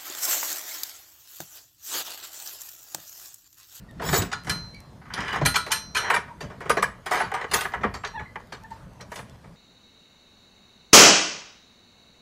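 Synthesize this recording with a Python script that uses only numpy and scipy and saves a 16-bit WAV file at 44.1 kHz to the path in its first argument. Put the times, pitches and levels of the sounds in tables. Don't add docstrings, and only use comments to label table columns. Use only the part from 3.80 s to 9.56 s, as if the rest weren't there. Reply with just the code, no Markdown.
import sys
import numpy as np
from scipy import signal
from scipy.fft import rfft, irfft, next_fast_len
from scipy.io import wavfile
from scipy.ndimage import uniform_filter1d, map_coordinates

SR = 44100
rng = np.random.default_rng(int(sys.argv[2]) if len(sys.argv) > 2 else 0)


def boost_factor(decibels):
    exponent = np.asarray(decibels, float) / 20
    return 10 ** exponent


def master(y):
    cut = np.clip(np.atleast_2d(y).T, -1, 1)
    pcm = np.round(cut * 32767)
    wavfile.write(sys.argv[1], SR, pcm.astype(np.int16))


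N = 253969

# freq_hz, density_db
HUM_SPECTRUM = [(12, -47), (20, 0), (178, -7.5), (294, -24.5), (593, -17.5), (807, -23.5), (877, -20.5),
                (1070, -22), (2930, -36), (3980, -35.5), (5270, -38.5), (13300, -48.5), (16200, -53)]
# time_s, pitch_hz, level_db
BIRD_WHISTLE = [
    (5.5, 3358, -62),
    (5.522, 3554, -57),
    (5.536, 4090, -62),
    (5.63, 4010, -73),
]
# freq_hz, t60_s
YARD_DECAY = [(200, 0.26), (1500, 0.36), (5000, 0.27), (14000, 0.18)]

# freq_hz, width_hz, level_db
BOARD_MODES = [(61, 20.3, 2), (107.7, 23.3, 2), (132.6, 54.6, 0), (190.7, 30.7, 1.5), (239, 92, -6)]
# peak_s, level_db
SHAKES = [(0.0, -50), (0.21, -33), (0.3, -26), (0.398, -27), (0.69, -29.5), (1.12, -42.5), (1.39, -36),
          (1.53, -34), (1.63, -23.5), (1.92, -41), (2.05, -45), (2.34, -40), (2.63, -36.5), (2.78, -41),
          (2.9, -35.5), (3.03, -39.5), (3.44, -39), (3.75, -35.5), (4.01, -38), (4.06, -35.5),
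          (4.38, -41.5), (4.6, -48), (5.41, -43), (5.66, -51)]
# start_s, peak_db, t60_s
THUDS = [
    (0.317, -24, 0.2),
    (0.373, -16, 0.12),
    (0.669, -23.5, 0.12),
    (1.377, -22, 0.32),
    (1.614, -14, 0.083),
    (4.04, -14, 0.11),
]
# start_s, freq_hz, level_db, t60_s
BOARD_RINGS = [(0.243, 158, -29.5, 0.469), (0.323, 145, -11, 0.076), (0.383, 102, -16, 0.13),
               (0.409, 269, -34.5, 0.23), (0.412, 175, -29, 0.28), (0.672, 170.4, -32, 0.57),
               (0.706, 114, -47, 0.34), (1.381, 111, -28.5, 0.19), (1.383, 194, -36, 0.19),
               (1.618, 145.7, -15.5, 0.15), (1.629, 266.7, -35, 0.37), (1.689, 87, -27, 0.14),
               (2.918, 203, -26, 0.072), (2.991, 192.7, -33, 0.24), (4.043, 202, -24, 0.15),
               (4.071, 84.5, -37, 0.69)]

# peak_s, slip_hz, level_db, octave_db, fade_db_per_s
SQUEAKS = [
    (2.505, 947, -40.5, -25, 399),
    (4.845, 881, -39.5, -6, 803),
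    (4.921, 918, -33.5, -14.5, 900),
    (0.95, 2250, -45.5, -9, 300),
    (4.462, 2060, -45, -23, 302),
    (0.093, 1850, -49.5, -12, 400),
]
# time_s, slip_hz, level_db, octave_db
LONG_SQUEAK = [
    (4.335, 880, -53, -12),
    (4.343, 885, -39, -9),
    (4.366, 915, -32, -3),
    (4.374, 884, -40, -6),
    (4.38, 848, -34, 0),
    (4.394, 860, -42, 5),
    (4.404, 856, -38, -17),
    (4.428, 860, -44, -10),
    (4.445, 860, -62, -6.5),
]

BAR_HZ = [3914, 4581, 5324, 6115, 6691, 6993, 7870, 8807, 9800, 10794, 11870, 13033, 14067, 15267]
# width_hz, level_db
BAR_MODES = [(25, 7), (25, 7), (25, 3), (35, -7), (15, -11), (30.2, 10.5), (20.1, 9.5), (40, -4),
             (37.037, -15), (29.6, -2.5), (30, 4), (30, 4), (30, -2), (25, 12.5)]
# time_s, level_db
BAR_RUB = [
    (0.225, -58),
    (0.254, -45.5),
    (0.33, -39),
    (0.382, -28.5),
    (0.4, -52),
    (0.46, -61),
]

# start_s, pitch_hz
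PINGS = [(1.340, 10400), (0.697, 5690), (1.478, 2950), (1.515, 2950), (2.345, 10440), (2.9, 9652),
         (4.723, 7540), (3.027, 7790), (3.027, 10370), (3.330, 13240), (3.541, 8500), (3.541, 10350),
         (1.757, 5690), (3.740, 6395), (3.740, 10460), (3.740, 13650), (3.740, 15290), (3.810, 9590),
         (4.140, 4608), (4.140, 7531), (3.335, 14170), (3.027, 15270), (4.723, 4650), (3.330, 8522),
         (1.918, 5690), (2.166, 5690), (4.246, 5690), (2.9, 10370), (3.330, 9658), (0.527, 4899)]
# level_db, t60_s
PING_STRENGTHS = [(-42, 0.083), (-48, 0.72), (-35.5, 0.23), (-33, 0.23), (-30, 0.071), (-30, 0.097),
                  (-62, 0.42), (-29.5, 0.087), (-34, 0.088), (-49, 0.26), (-50, 0.23), (-57, .1),
                  (-51.5, 0.76), (-32, 0.24), (-22, 0.081), (-36, 0.3), (-40, 0.3), (-30, 0.059),
                  (-33, 0.048), (-55, 0.46), (-42, 0.15), (-34, 0.06), (-48, 0.13), (-49, 0.32),
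                  (-38, 0.73), (-35, 0.72), (-50.5, 0.49), (-34, 0.2), (-46, 0.28), (-36.5, 0.14)]
# start_s, peak_db
TICKS = [(0.111, -47), (0.6363, -43), (0.6714, -50), (0.946, -46), (1.004, -42), (1.6623, -14.5),
         (4.6724, -52), (4.836, -45.5), (5.1344, -53), (1.659, -15), (5.497, -47)]

# start_s, freq_hz, level_db, t60_s
STEEL_RINGS = [(0.328, 930, -26, 0.028), (0.329, 1211, -28, 0.063), (0.331, 394, -16.5, 0.048),
               (0.331, 708, -35, 0.48), (0.351, 1095, -28, 0.12), (0.367, 435, -18, 0.032),
               (0.416, 373, -26, 0.075), (1.536, 840, -25, 0.036), (1.615, 696, -18.5, 0.04),
               (1.616, 1020, -19.5, 0.035), (1.759, 1150, -23, 0.067), (1.762, 994, -24.5, 0.12),
               (2.304, 953, -15.5, 0.061), (2.313, 477, -25.5, 0.066), (2.34, 958, -26.5, 0.18),
               (2.354, 1224, -28, 0.1), (2.373, 1010, -18, 0.028), (2.899, 938, -16, 0.056),
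               (2.9, 1238, -12, 0.059), (2.907, 446, -12.5, 0.026), (2.972, 1117, -26, 0.15),
               (2.973, 950, -30, 0.035), (2.974, 713, -21, 0.052), (2.982, 470, -29, 0.038),
               (3.027, 1170, -7.5, 0.028), (3.314, 739, -12.5, 0.033), (3.329, 974, -20, 0.081),
               (3.333, 740, -19, 0.073), (3.337, 1246, -24, 0.062), (3.372, 1220, -30, 0.055),
               (3.405, 888, -24.5, 0.16), (3.407, 720, -18, 0.04), (3.411, 1238, -26, 0.032),
               (3.519, 780, -17.5, 0.04), (3.542, 776, -30.5, 0.16), (3.543, 1198, -27, 0.107),
               (3.551, 932, -26.5, 0.15), (3.739, 895, -24.5, 0.16), (3.748, 1238, -20, 0.091),
               (3.781, 1130, -23, 0.042), (4.04, 1156, -15.5, 0.054), (4.048, 455, -12.5, 0.027),
               (0.348, 1561, -18, 0.033), (0.533, 1484, -20, 0.032), (0.695, 1600, -20.5, 0.043),
               (1.745, 861, -28, 0.14), (1.658, 1680, -17, 0.038), (1.659, 2976, -29, 0.03),
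               (1.659, 2340, -9, 0.039), (1.671, 3160, -18, 0.03), (1.753, 1960, -22, 0.042),
               (1.754, 1530, -18.5, 0.087), (1.756, 3230, -26, 0.11), (1.757, 2374, -13.5, 0.045),
               (1.757, 2960, -18, 0.038), (1.9, 892, -33, 0.28), (1.918, 3700, -26, 0.03),
               (1.919, 1717, -28, 0.089), (1.923, 2430, -22, 0.044), (1.923, 3060, -29, 0.045),
               (2.153, 2460, -21, 0.056), (2.165, 1537, -23, 0.14), (2.166, 1970, -20, 0.05),
               (2.169, 3280, -21, 0.037), (1.662, 800, -33.5, 0.16), (2.179, 2984, -21, 0.071),
               (2.301, 1864, -21.5, 0.16), (2.302, 2560, -20, 0.035), (2.341, 1600, -12, 0.044),
               (2.339, 1868, -18, 0.032), (2.343, 2350, -26, 0.13), (2.364, 2340, -25, 0.066),
               (2.365, 1830, -17, 0.042), (2.898, 2210, -28, 0.079), (2.905, 1540, -17, 0.053),
               (2.908, 2420, -22, 0.03), (2.984, 1694, -15, 0.036), (3.025, 2372, -26, 0.094),
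               (3.041, 1660, -8.5, 0.029), (3.323, 1930, -20, 0.037), (3.349, 1620, -31, 0.059),
               (3.401, 1870, -31, 0.03), (3.407, 1486, -31, 0.17), (3.552, 1625, -33, 0.028),
               (3.742, 1890, -19, 0.038), (3.786, 1504, -22.5, 0.07), (3.945, 1310, -24, 0.042),
               (4.037, 1344, -25, 0.082), (4.036, 1840, -19, 0.03), (4.048, 1600, -34, 0.07),
               (3.942, 1960, -29, 0.085),
    (4.238, 1173, -30, 0.078),
    (4.393, 2220, -29, 0.03),
    (4.556, 1040, -27, 0.026),
    (4.563, 876, -33, 0.075),
]

# freq_hz, width_hz, level_db
TUBE_MODES = [(413, 71, 5), (483.6, 48, 6), (624, 175, 2.5)]
# freq_hz, width_hz, level_db
FRAME_MODES = [(750, 94, -2), (934, 126, 0.5), (1095, 64, 3), (1238, 87, 1.5), (1500, 56, 1.5),
               (1621, 43, 3), (1900, 270, 0), (2395, 254, -5.5), (2985, 280, -10.5)]
# freq_hz, width_hz, level_db
PLATE_MODES = [(1003, 170, -7.5), (1387, 160, -5.5), (1590, 84, -2.5), (1741, 50, 3), (1984, 120, -3.5),
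               (2374, 95, -4.5), (3120, 240, -7)]
# freq_hz, level_db
STEEL_SPECTRUM = [(1500, -29), (2600, -1), (4200, -2.5), (6500, -6), (9000, -22.5), (16000, -59)]
# freq_hz, level_db
AIR_SPECTRUM = [(4000, -36), (7000, 3), (10000, 2.5), (13000, -9), (15500, -7)]
# start_s, length_s, frame_db, bright_db, plate_db
RUBS = [
    (5.43, 0.13, -59.5, -2, -15),
    (0.26, 0.15, -33, -3.5, -17),
    (1.368, 0.22, -35, -7.5, -2.5),
    (2.234, 0.14, -29.5, -14, -8),
    (3.343, 0.071, -26.5, -6.5, -14),
    (3.536, 0.086, -32, -19, -22),
    (3.755, 0.095, -34, -1.5, -12),
    (5.344, 0.058, -46.5, 1, -20),
]
# start_s, peak_db, bright_db, t60_s
TUBE_KNOCKS = [(0.217, -28.5, -17, 0.59), (0.327, -15, -11.5, 0.31), (0.419, -26.5, -0.5, 0.065),
               (1.557, -19.5, -20.5, 0.085), (1.863, -24.5, -16, 0.15), (2.805, -26, -26, 0.2),
               (2.895, -9.5, -13, 0.11), (3.516, -15, -26, 0.03), (3.642, -15.5, -37, 0.046),
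               (5.317, -25, -15.5, 0.086), (5.357, -31, -6.5, 0.14), (5.388, -26.5, -29, 0.078)]
# start_s, peak_db, bright_db, t60_s
FRAME_KNOCKS = [(2.3, -6.5, -21.5, 0.12), (2.339, -17.5, -14.5, 0.18), (2.362, -12.5, -18.5, 0.042),
                (3.024, -9.5, -19, 0.11), (3.259, -18.5, -19, 0.16), (3.31, -13.5, -20.5, 0.42),
                (3.4, -17, -34, 0.19), (3.539, -14, -25.5, 0.13), (3.713, -18.5, -16, 0.19),
                (3.735, -12.5, -9, 0.16), (3.807, -17, -12.5, 0.088), (3.936, -16, -38, 0.13),
                (4.904, -43.5, -17, 0.57), (0.645, -39.5, -11, 0.25)]
# start_s, peak_db, bright_db, t60_s
CATCH_KNOCKS = [(0.669, -26, -17, 0.44), (1.337, -22, -7.5, 0.066), (1.527, -19.5, -18, 0.17),
                (3.61, -21.5, -22, 0.14), (3.852, -15.5, -31, 0.067), (3.918, -29, -22, 0.17),
                (4.139, -21.5, -17, 0.14), (4.394, -26, -30, 0.15), (4.556, -18.5, -34, 0.06),
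                (4.721, -24.5, -15, 0.15), (5.208, -32.5, -7, 0.078)]
# start_s, peak_db, bright_db, t60_s
HELD_KNOCKS = [
    (0.287, -19.5, -5.5, 0.061),
    (1.376, -20, -23, 0.21),
    (1.403, -29.5, -8.5, 0.12),
    (1.478, -20, -20.5, 0.18),
    (4.273, -39.5, 2.5, 0.04),
]
# start_s, peak_db, bright_db, t60_s
SOFT_KNOCKS = [
    (2.605, -28, -13, 0.23),
    (2.7, -36.5, -25, 0.28),
    (2.855, -31.5, -22.5, 0.29),
    (2.969, -15, -19, 0.15),
]
# airy_over_bright_db, hollow_db
KNOCK_KINDS = [
    (-2, -4.5),
    (0, -12.5),
    (-8.5, -10),
    (-9.5, -28),
    (-8.5, -1),
]
# start_s, peak_db, bright_db, hollow_db
BUMPS = [(0.196, -27, -23, 3.5), (0.515, -21.5, -15, -33), (1.214, -39.5, -29, -20), (1.254, -38, -30, -22),
         (1.302, -28.5, -40, -33), (1.612, -22, -20, 4), (1.741, -17, -8, -20), (1.906, -22, -14, -31),
         (2.479, -35, -31, -10), (4.01, -32.5, -20, -4), (4.033, -15, -36, -1.5), (4.235, -21, -30, -16),
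         (4.599, -43, -17, -16), (5.197, -36.5, -31.5, -27), (5.64, -41, -21, -7)]

# start_s, peak_db, airy_db, ring_db, chatter_t60_s
LATCH_DROPS = [
    (0.527, -17.5, -24, -23, 0.068),
    (0.695, -16.5, -10.5, -17, 0.099),
    (1.651, -18, -13, -16, 0.25),
    (1.658, -12.5, -6, -14.5, 0.053),
    (1.757, -14.5, -10.5, -15.5, 0.13),
    (1.916, -15, -5.5, -14.5, 0.18),
    (2.147, -21, -16.5, -16.5, 0.33),
    (2.164, -18.5, -16, -10, 0.15),
    (4.247, -19, -39, -29.5, 0.11),
]
LATCH_HZ = [1270, 1325, 1427, 1976, 2350, 2433, 2930, 3028, 3955, 4101, 4237, 4297, 4823, 5690, 6186, 6966,
            7343, 8624, 9220, 10805, 11460, 11620, 11890, 12360, 14050, 14990]
# level_db, t60_s
LATCH_MODES = [(-4, 0.23), (-4, 0.33), (-0.5, 0.29), (0, 0.1), (6, 0.071), (-8, 0.075), (-16, 0.21),
               (2.5, 0.08), (-20, 0.52), (-3.5, 0.62), (-7, 0.31), (1, 0.16), (-21, 0.47), (-30, 0.6),
               (-8.5, 0.45), (-26, .25), (-35, 0.17), (-5, 0.22), (-8, 0.12), (-8.5, 0.26), (-21, 0.12),
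               (-10.5, 0.2), (-18, 0.12), (-14, 0.11), (-18, 0.09), (-29, 0.26)]
STOPS_S = [
    .63,
    1.745,
    1.905,
    2.303,
    9,
]
SIDEWAYS_S = [.527, 1.757]
MUTED_HZ = [4101, 6186, 9220, 10805, 11620]
FAVOURED_HZ = [1325, 3955]


def unit(x):
    return x / np.sqrt(np.mean(x ** 2) + 1e-20)


def along(points, hz):
    f, value = np.transpose(points)
    return np.interp(np.log(hz + 1), np.log(f + 1), value)


def curves(rows):
    s, *columns = np.transpose(rows)
    t = np.arange(N) / SR
    gate = np.clip(np.minimum(t - s[0], s[-1] - t) / 0.01 + 0.5, 0, 1)
    return [gate] + [np.interp(t, s, column) for column in columns]


def wobble(rate):
    knots = rng.standard_normal(int(N * rate / SR) + 4)
    return map_coordinates(knots, [np.arange(N) * rate / SR])


def swell(s, length, rise, fall):
    t = np.arange(N) / SR - s
    return np.minimum(0, np.minimum(rise * t, fall * (length - t)))


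def filtered(x, response):
    m = next_fast_len(N + SR // 2)
    h = response(np.fft.rfftfreq(m, 1 / SR))
    h = h / np.sqrt(np.mean(np.abs(h) ** 2))
    return irfft(rfft(x, m) * h, m)[:N]


def highpass(f, corner_hz):
    return (1j * f / corner_hz / (1 + 1j * f / corner_hz)) ** 2


def lowpass(f, corner_hz):
    return 1 / (1 + 1j * f / corner_hz) ** 2


def resonant(modes):
    def response(f):
        total = 0
        for k, (hz, width, db) in enumerate(modes):
            total = total + (-1) ** k * boost_factor(db) * 1j * f * width / (hz * hz - f * f + 1j * f * width)
        return total
    return response


def mottled(depth_db, size):
    z = signal.stft(rng.standard_normal(N), nperseg=512)[2]
    field = uniform_filter1d(rng.standard_normal(z.shape), size[0], axis=0)
    field = uniform_filter1d(field, size[1], axis=1)
    return unit(signal.istft(z * boost_factor(depth_db * unit(field)), nperseg=512)[1][:N])


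def grit(lumpy_db, modes_db):
    return unit(mottled(modes_db, size=(1, 9)) * boost_factor(lumpy_db * wobble(350)))


def add(track, s, x):
    part = track[round(s * SR):][:len(x)]
    part += x[:len(part)]


def ring(hz, db, t60):
    t = np.arange(int(0.7 * SR)) / SR
    phase = rng.random(np.shape(hz))
    tones = boost_factor(db - 60 * t / t60) * np.sin(2 * np.pi * (hz * t + phase))
    return np.atleast_2d(tones).sum(0) * (1 - np.exp(-t / 0.0026))


def stopped(s, tone):
    next_stop = min(g for g in STOPS_S if g > s)
    held = np.arange(len(tone)) / SR + s - next_stop
    return tone * boost_factor(-60 * np.clip(held, 0, None) / 0.049)


def hum():
    patches = mottled(depth_db=2.5, size=(6, 14))
    return boost_factor(-49.5) * filtered(patches, lambda f: boost_factor(along(HUM_SPECTRUM, f)))


def bird():
    gate, hz, db = curves(BIRD_WHISTLE)
    turn = 2 * np.pi * np.cumsum(hz * (1 + 0.01 * wobble(80))) / SR
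    return gate * boost_factor(db - 8 + 5 * wobble(60)) * np.sin(turn)


def yard(x):
    hz, t, z = signal.stft(rng.standard_normal(SR // 2), SR, nperseg=256)
    fall_db = -60 * t / along(YARD_DECAY, hz)[:, None]
    tail = signal.istft(z * boost_factor(fall_db), SR, nperseg=256)[1]
    delayed = np.pad(x, (300, 0))
    return signal.fftconvolve(delayed, tail / np.linalg.norm(tail))[:N]


def boards():
    sway_db = -49
    power = boost_factor(2 * sway_db)
    for s, db in SHAKES:
        power = power + boost_factor(2 * (db + swell(s, 0, rise=196, fall=109.5)))
    shake = np.sqrt(power) * boost_factor(2.25 * wobble(25) - 3.5) * rng.standard_normal(N)
    thuds, t = np.zeros(N), np.arange(SR // 2) / SR
    for s, db, t60 in THUDS:
        add(thuds, s, boost_factor(db - 11.5 - 60 * t / t60) * rng.standard_normal(len(t)))
    wood = lambda f: resonant(BOARD_MODES)(f) * lowpass(f, 400)
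    return filtered(shake, wood) + filtered(thuds, lambda f: wood(f) * highpass(f, 120))


def stick_slip(turn, db, tones, rough_db):
    return sum(boost_factor(db + tone_db + rough_db * wobble(120)) * np.sin(k * turn) for k, tone_db in tones)


def hinge():
    out, t = np.zeros(N), np.arange(N) / SR
    longest_s, sag_per_s = 0.059, 0.3
    for s, hz, db, octave_db, fade in SQUEAKS:
        rate = hz * (1 - sag_per_s * np.clip(t - s, -longest_s, longest_s))
        turn = 2 * np.pi * np.cumsum(rate * (1 + 0.025 * wobble(200))) / SR
        level = db + swell(s, 0, 1300, fade) + swell(0, s + longest_s, 1, 2000)
        tones = [(1, 0), (2, octave_db), (3, octave_db - 21), (4, octave_db - 25)]
        out += stick_slip(turn, level, tones, rough_db=3.4)
    return out


def long_squeak():
    gate, hz, db, octave_db = curves(LONG_SQUEAK)
    turn = 2 * np.pi * np.cumsum(hz * (1 + 0.012 * wobble(200))) / SR
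    tones = [(1, 0), (2, octave_db), (3, octave_db - 17), (4, octave_db - 18)]
    return gate * stick_slip(turn, db, tones, rough_db=1.4)


def bar():
    gate, db = curves(BAR_RUB)
    modes = [(hz, width, mode_db) for hz, (width, mode_db) in zip(BAR_HZ, BAR_MODES)]
    return filtered(gate * boost_factor(db + 6) * grit(lumpy_db=3, modes_db=0), resonant(modes))


def loose_parts():
    pings, ticks, t = np.zeros(N), np.zeros(N), np.arange(SR // 20) / SR
    for (s, hz), (db, t60) in zip(PINGS, PING_STRENGTHS):
        tone = ring(hz, db, t60)
        add(pings, s, stopped(s, tone) if hz in LATCH_HZ else tone)
    for s, db in TICKS:
        add(ticks, s, boost_factor(db - 2 - 60 * t / 0.008) * rng.standard_normal(len(t)))
    return pings + filtered(ticks, lambda f: highpass(f, 2500) * lowpass(f, 7000))


def woken(rows, attack_s):
    out, t = np.zeros(N), np.arange(SR // 2) / SR
    shiver = np.tile(0.073 * wobble(130), 2)
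    for (s, hz, db, t60), phase in zip(rows, rng.random(len(rows))):
        rise = (1 - np.exp(-t / attack_s)) ** 2
        turns = hz * t + phase + shiver[int(phase * N):][:len(t)]
        fall_db = -60 * t / np.clip(t60, 0.02, 0.5)
        add(out, s, boost_factor(db + 1.5 + fall_db) * rise * np.sin(2 * np.pi * turns))
    return out * boost_factor(1.44 * wobble(150))


def hits():
    rows = []
    for s, db, airy_db, _, t60 in LATCH_DROPS:
        bright_db = -5 + 0.29 * airy_db
        rows.append((s, db, bright_db, airy_db, -16.5, t60))
    groups = [TUBE_KNOCKS, FRAME_KNOCKS, CATCH_KNOCKS, HELD_KNOCKS, SOFT_KNOCKS]
    for knocks, (airy_db, hollow_db) in zip(groups, KNOCK_KINDS):
        for s, db, bright_db, t60 in knocks:
            rows.append((s, db, bright_db, bright_db + airy_db, hollow_db, t60))
    for s, db, bright_db, hollow_db in BUMPS:
        rows.append((s, db, bright_db, -40, hollow_db, 0.16))
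    return rows


def chatter():
    hollow, frame, plate, bright, airy = np.zeros((5, N))
    t = np.arange(SR // 2) / SR
    for k, (s, db, bright_db, airy_db, hollow_db, t60) in enumerate(hits()):
        body = plate if k < len(LATCH_DROPS) else frame
        fall_db = -60 * t / t60
        blow = 1 + 0.88 * np.exp(-t / 0.0006)
        add(hollow, s, boost_factor(db + hollow_db - 7.5 + fall_db) * (1 - np.exp(-t / 0.0013)))
        add(body, s, boost_factor(db - 10 + fall_db) * (1 - np.exp(-t / 0.00073)) * blow)
        add(bright, s, boost_factor(db + bright_db - 1.5 + 1.075 * fall_db) * (1 - np.exp(-t / 0.0016)))
        add(airy, s, boost_factor(db + airy_db - 3 + 1.45 * fall_db) * (1 - np.exp(-t / 0.00083)))
    for s, length, db, bright_db, plate_db in RUBS:
        gate = boost_factor(swell(s, length, rise=339, fall=363))
        hollow = np.hypot(hollow, gate * boost_factor(db - 12))
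        frame = np.hypot(frame, gate * boost_factor(db - 6 + 1.4 * wobble(45)))
        plate = np.hypot(plate, gate * boost_factor(db + plate_db))
        bright = np.hypot(bright, gate * boost_factor(db + bright_db - 9))
        airy = np.hypot(airy, gate * boost_factor(db + 2.66 * bright_db - 11))
    dull = lambda f: lowpass(f, 3300)
    return (filtered(hollow * grit(lumpy_db=1.5, modes_db=1.45), lambda f: resonant(TUBE_MODES)(f) * dull(f))
            + filtered(frame * grit(lumpy_db=1.5, modes_db=1.5), lambda f: resonant(FRAME_MODES)(f) * dull(f))
            + filtered(plate * grit(lumpy_db=1, modes_db=1.5), lambda f: resonant(PLATE_MODES)(f) * dull(f))
            + filtered(bright * grit(lumpy_db=1.64, modes_db=6.5), lambda f: boost_factor(along(STEEL_SPECTRUM, f)))
            + filtered(airy * grit(lumpy_db=1.8, modes_db=7.5), lambda f: boost_factor(along(AIR_SPECTRUM, f))))


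def latch():
    out = np.zeros(N)
    level, t60 = np.transpose(LATCH_MODES)[:, :, None]
    hz = np.array(LATCH_HZ)[:, None]
    octaves_up = np.clip(np.log2(hz / 4500), 0, None)
    sideways_db = -6 * np.isin(hz, MUTED_HZ) + 8.5 * np.isin(hz, FAVOURED_HZ)
    for s, db, airy_db, ring_db, _ in LATCH_DROPS:
        sideways = any(abs(s - when) < 0.005 for when in SIDEWAYS_S)
        dull_db = 0.93 * (airy_db + 11.5) * octaves_up
        chance_db = rng.normal(0, 2.5, hz.shape)
        mode_db = db + ring_db + dull_db + level + sideways * sideways_db + chance_db
        add(out, s, stopped(s, ring(hz, mode_db, t60)))
    return out


def scene():
    background = hum() + bird()
    wood = boards() + woken(BOARD_RINGS, attack_s=0.0048)
    gate = hinge() + long_squeak() + bar() + loose_parts() + chatter() + latch()
    rings = woken(STEEL_RINGS, attack_s=0.0019)
    echoes = boost_factor(-13) * yard(gate + rings / 2)
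    return (background + wood + gate + rings + echoes)[None]


def top_cut(x):
    return signal.sosfilt(signal.butter(12, 16300, fs=SR, output="sos"), x)


def record(dry):
    colour = lambda f: highpass(f, 45) / np.sqrt(1 + (f / 15300) ** 200)
    mix = filtered(dry[0], colour)[None]
    return top_cut(mix)


dry = scene()
out = record(dry)
master(out)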